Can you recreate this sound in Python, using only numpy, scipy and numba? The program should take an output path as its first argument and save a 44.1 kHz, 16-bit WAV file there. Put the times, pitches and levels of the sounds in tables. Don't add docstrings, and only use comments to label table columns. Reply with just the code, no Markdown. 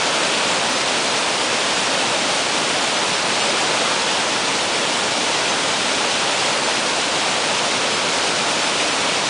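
import sys
import numpy as np
from scipy import signal
from scipy.fft import rfft, irfft
from scipy.io import wavfile
from scipy.ndimage import uniform_filter1d
from numba import njit

SR = 44100
rng = np.random.default_rng(int(sys.argv[2]) if len(sys.argv) > 2 else 0)


def digitize_waveform(pressure):
    field = np.atleast_2d(pressure).T
    bounded = np.clip(field, -1, 1)
    quanta = np.round(bounded * 32767).astype(np.int16)
    wavfile.write(sys.argv[1], SR, quanta)


def ratio(d):
    e = np.asarray(d, float) / 20
    return 10 ** e


N = 409688
T = np.arange(N) / SR
HZ = np.fft.rfftfreq(N, 1 / SR)


def unit(x):
    return x / np.sqrt(np.mean(x ** 2))


def band(spectrum, lo, hi, edge):
    rise = np.clip((HZ - lo) / edge + .5, 0, 1)
    fall = np.clip((hi - HZ) / edge + .5, 0, 1)
    return irfft(spectrum * rise * fall, N)


def walk(rate_hz):
    hold = int(SR / rate_hz)
    held = np.repeat(rng.standard_normal(N // hold + 1), hold)
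    smooth = uniform_filter1d(uniform_filter1d(held, hold), hold)
    return unit(smooth[:N])


def breeze():
    gust_s, gust_length_s = 4.9, 1.4
    breeze_db, gust_db, flutter_db = -72, 8, 2.5
    gust = np.exp(-((T - gust_s) / gust_length_s) ** 2)
    level_db = breeze_db + gust * (gust_db + flutter_db * walk(6.0))
    rumble = band(rfft(rng.standard_normal(N)), 22., 70., 20.)
    return ratio(level_db) * unit(rumble)


def bird():
    # centre t/s, length/s, start f/Hz, end f/Hz, peak level/dB
    chirp = (5.503, .034, 6380, 6150, -26)
    centre_s, length_s, from_hz, to_hz, peak_db = chirp
    part = np.clip((T - centre_s) / length_s, -.5, .5)
    pitch_hz = np.interp(part, [-.5, .5], [from_hz, to_hz])
    whistle = np.sin(2 * np.pi * np.cumsum(pitch_hz) / SR)
    return ratio(peak_db) * np.cos(np.pi * part) * whistle


@njit
def grains(count, start, turn, decay, glide, size):
    out = np.zeros(count + 8192)
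    for k in range(len(start)):
        swing = size[k] + 0j
        advance = decay[k] * np.exp(1j * turn[k])
        bend = np.exp(1j * turn[k] * glide[k])
        for i in range(8000):
            out[start[k] + i] += swing.imag
            swing, advance = swing * advance, advance * bend
            if abs(swing) < size[k] / 100:
                break
    return out[:count]


def bubbles():
    bubbles_per_s, ring_cycles, glide, spread_db = 5000, 8.0, .15, 1.5
    when, pitch, strength = rng.random((int(bubbles_per_s * N / SR), 3)).T
    hz = 150 * 66 ** pitch
    life = ring_cycles * SR / hz
    size = ratio(-spread_db * np.log(strength)) * hz / 1000
    start = (when * N).astype(np.int64)
    return grains(N, start, 2 * np.pi * hz / SR, np.exp(-2 / life), glide / life, size)


def gorge(x):
    t60_s, tail_db = 1, -6.5
    tail = rng.standard_normal(SR) * ratio(-60 * np.arange(SR) / SR / t60_s)
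    path = 1 + ratio(tail_db) * rfft(tail / np.linalg.norm(tail), N)
    return irfft(rfft(x) * path / abs(path), N)


def falling_water():
    # f/Hz, level per Hz/dB
    roar_colour = [(15, -56), (30, -33), (65, -20.5), (150, -6.5), (230, -5), (400, -3), (1000, -1.5),
                   (1080, -2.5), (1600, -4.5), (2000, -5.5), (2450, -3.5), (3400, -4.5), (5600, -9),
                   (10200, -17)]
    # f/Hz, width/Hz, level/dB
    hollows = [
        (272, 98, 2),
        (583, 324, 3),
        (890, 140, 2),
        (1410, 200, 1.4),
    ]
    bubble_db = -8
    cloud = rfft(bubbles())
    cloud = cloud / np.sqrt(uniform_filter1d(abs(cloud) ** 2, size=3000))
    splashes = rng.standard_normal(N)
    water = rfft(gorge(splashes + ratio(bubble_db) * unit(irfft(cloud, N))))
    hz, colour_db = np.transpose(roar_colour)
    tint_db = np.interp(np.log(HZ + 1), np.log(hz), colour_db)
    for f, width, lift_db in hollows:
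        tint_db = tint_db + lift_db * np.exp(-(2 * (HZ - f) / width) ** 2)
    water = water * ratio(tint_db)
    return water / np.std(band(water, 300, 2000, 20))


def waterfall():
    # t/s, level/dB
    flow = [(0, -22), (1.2, -23), (2, -22.5), (2.9, -23), (3.5, -22), (4.4, -23), (5.4, -23), (6.8, -23),
            (7.7, -23), (8.7, -22.5), (9.29, -23)]
    surge_db, clump_db, flicker_db = .1, .4, .2
    deep_follows, spray_follows = .1, .3
    body_db = np.interp(T, *np.transpose(flow))
    flow_swing_db = body_db - body_db.mean()
    water = rfft(falling_water()) if N % 2 else rfft(irfft(falling_water(), N))
    surge, clumps = walk(3.2), walk(40)
    out = 0
    for lo in 20 * 2 ** np.arange(0, 9.5, .5):
        deep = np.clip(np.log2(400 / lo), 0, 1)
        spray = np.clip(np.log2(lo / 1200), 0, 1)
        swing_db = (deep * (deep_follows - 1) + spray * (spray_follows - 1)) * flow_swing_db
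        chance_db = surge_db * surge + spray * (clump_db * clumps + flicker_db * walk(12.0))
        out = out + ratio(swing_db + chance_db) * band(water, lo, lo * np.sqrt(2), 10)
    return out * ratio(body_db)


def scene():
    return np.tile(waterfall() + breeze() + bird(), (2, 1))


def coarse_treble(x):
    tile_hz, tile_samples, from_hz, top_hz = 500, 36, 5000, 10050
    step_of_peak, leak_db = .69, -18
    spectrum = rfft(x)
    width = int(tile_hz * N / SR) // tile_samples * tile_samples
    for lo in range(from_hz, top_hz - tile_hz // 2, tile_hz):
        k = int(lo * N / SR)
        tiles = irfft(spectrum[k:k + width + 1]).reshape(-1, tile_samples)
        step = step_of_peak * abs(tiles).max(axis=1, keepdims=True)
        coarse = step * np.round(tiles / step) + ratio(leak_db) * tiles
        spectrum[k:k + width + 1] = rfft(coarse.ravel() * tiles.std() / coarse.std())
    top = k + width
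    spectrum[top:top + width] = np.conj(spectrum[top:top - width:-1])
    skirt = np.cos(np.pi / 2 * np.clip((HZ - top_hz) / 400 + .5, 0, 1)) ** 3
    return irfft(spectrum * skirt, N)


def splice_tick():
    splice_s, tick_db = .6962, -21.5
    away = np.arange(N) - splice_s * SR
    return ratio(tick_db) * np.sinc(away * 2 * 15800 / SR) * np.exp(-abs(away) / 150)


def noise_fill(mono):
    # t/s, low f/Hz, high f/Hz
    loose_bands = [(0.752, 5100, 6350), (0.752, 8200, 9800), (1.101, 4130, 5250), (1.101, 6900, 8400),
                   (1.356, 7500, 9050), (1.751, 4130, 5250), (2.796, 6850, 9800), (2.982, 4550, 5800),
                   (3.028, 4130, 5250), (3.144, 5600, 7650), (3.423, 5100, 6950), (3.934, 7500, 9050),
                   (4.119, 4130, 5250), (4.839, 8200, 9800), (5.095, 7500, 9800), (6.65, 5600, 6950),
                   (6.743, 4130, 5250), (7.951, 5100, 6350), (8.229, 8200, 9800), (8.601, 8200, 9800),
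                   (8.647, 5100, 6950), (8.926, 7500, 9050), (8.926, 5100, 6950), (9.274, 8200, 9800)]
    patch_samples = 2048
    spectrum, other = rfft(mono), rfft(mono[::-1])
    mid, side = mono, 0
    for s, lo, hi in loose_bands:
        window = np.cos(np.pi * np.clip((T - s) * SR / patch_samples, -.5, .5))
        mid = mid - (1 - np.sqrt(.5)) * window ** 2 * band(spectrum, lo, hi, 20)
        side = side + np.sqrt(.5) * window * band(other, lo, hi, 20)
    return np.array([mid + side, mid - side])


def band_limit(x):
    return signal.sosfilt(signal.butter(12, 16000, fs=SR, output="sos"), x)


def record(dry):
    camera = coarse_treble(dry[0])
    mix = noise_fill(camera + splice_tick())
    return band_limit(mix)


dry = scene()
out = record(dry)
digitize_waveform(out)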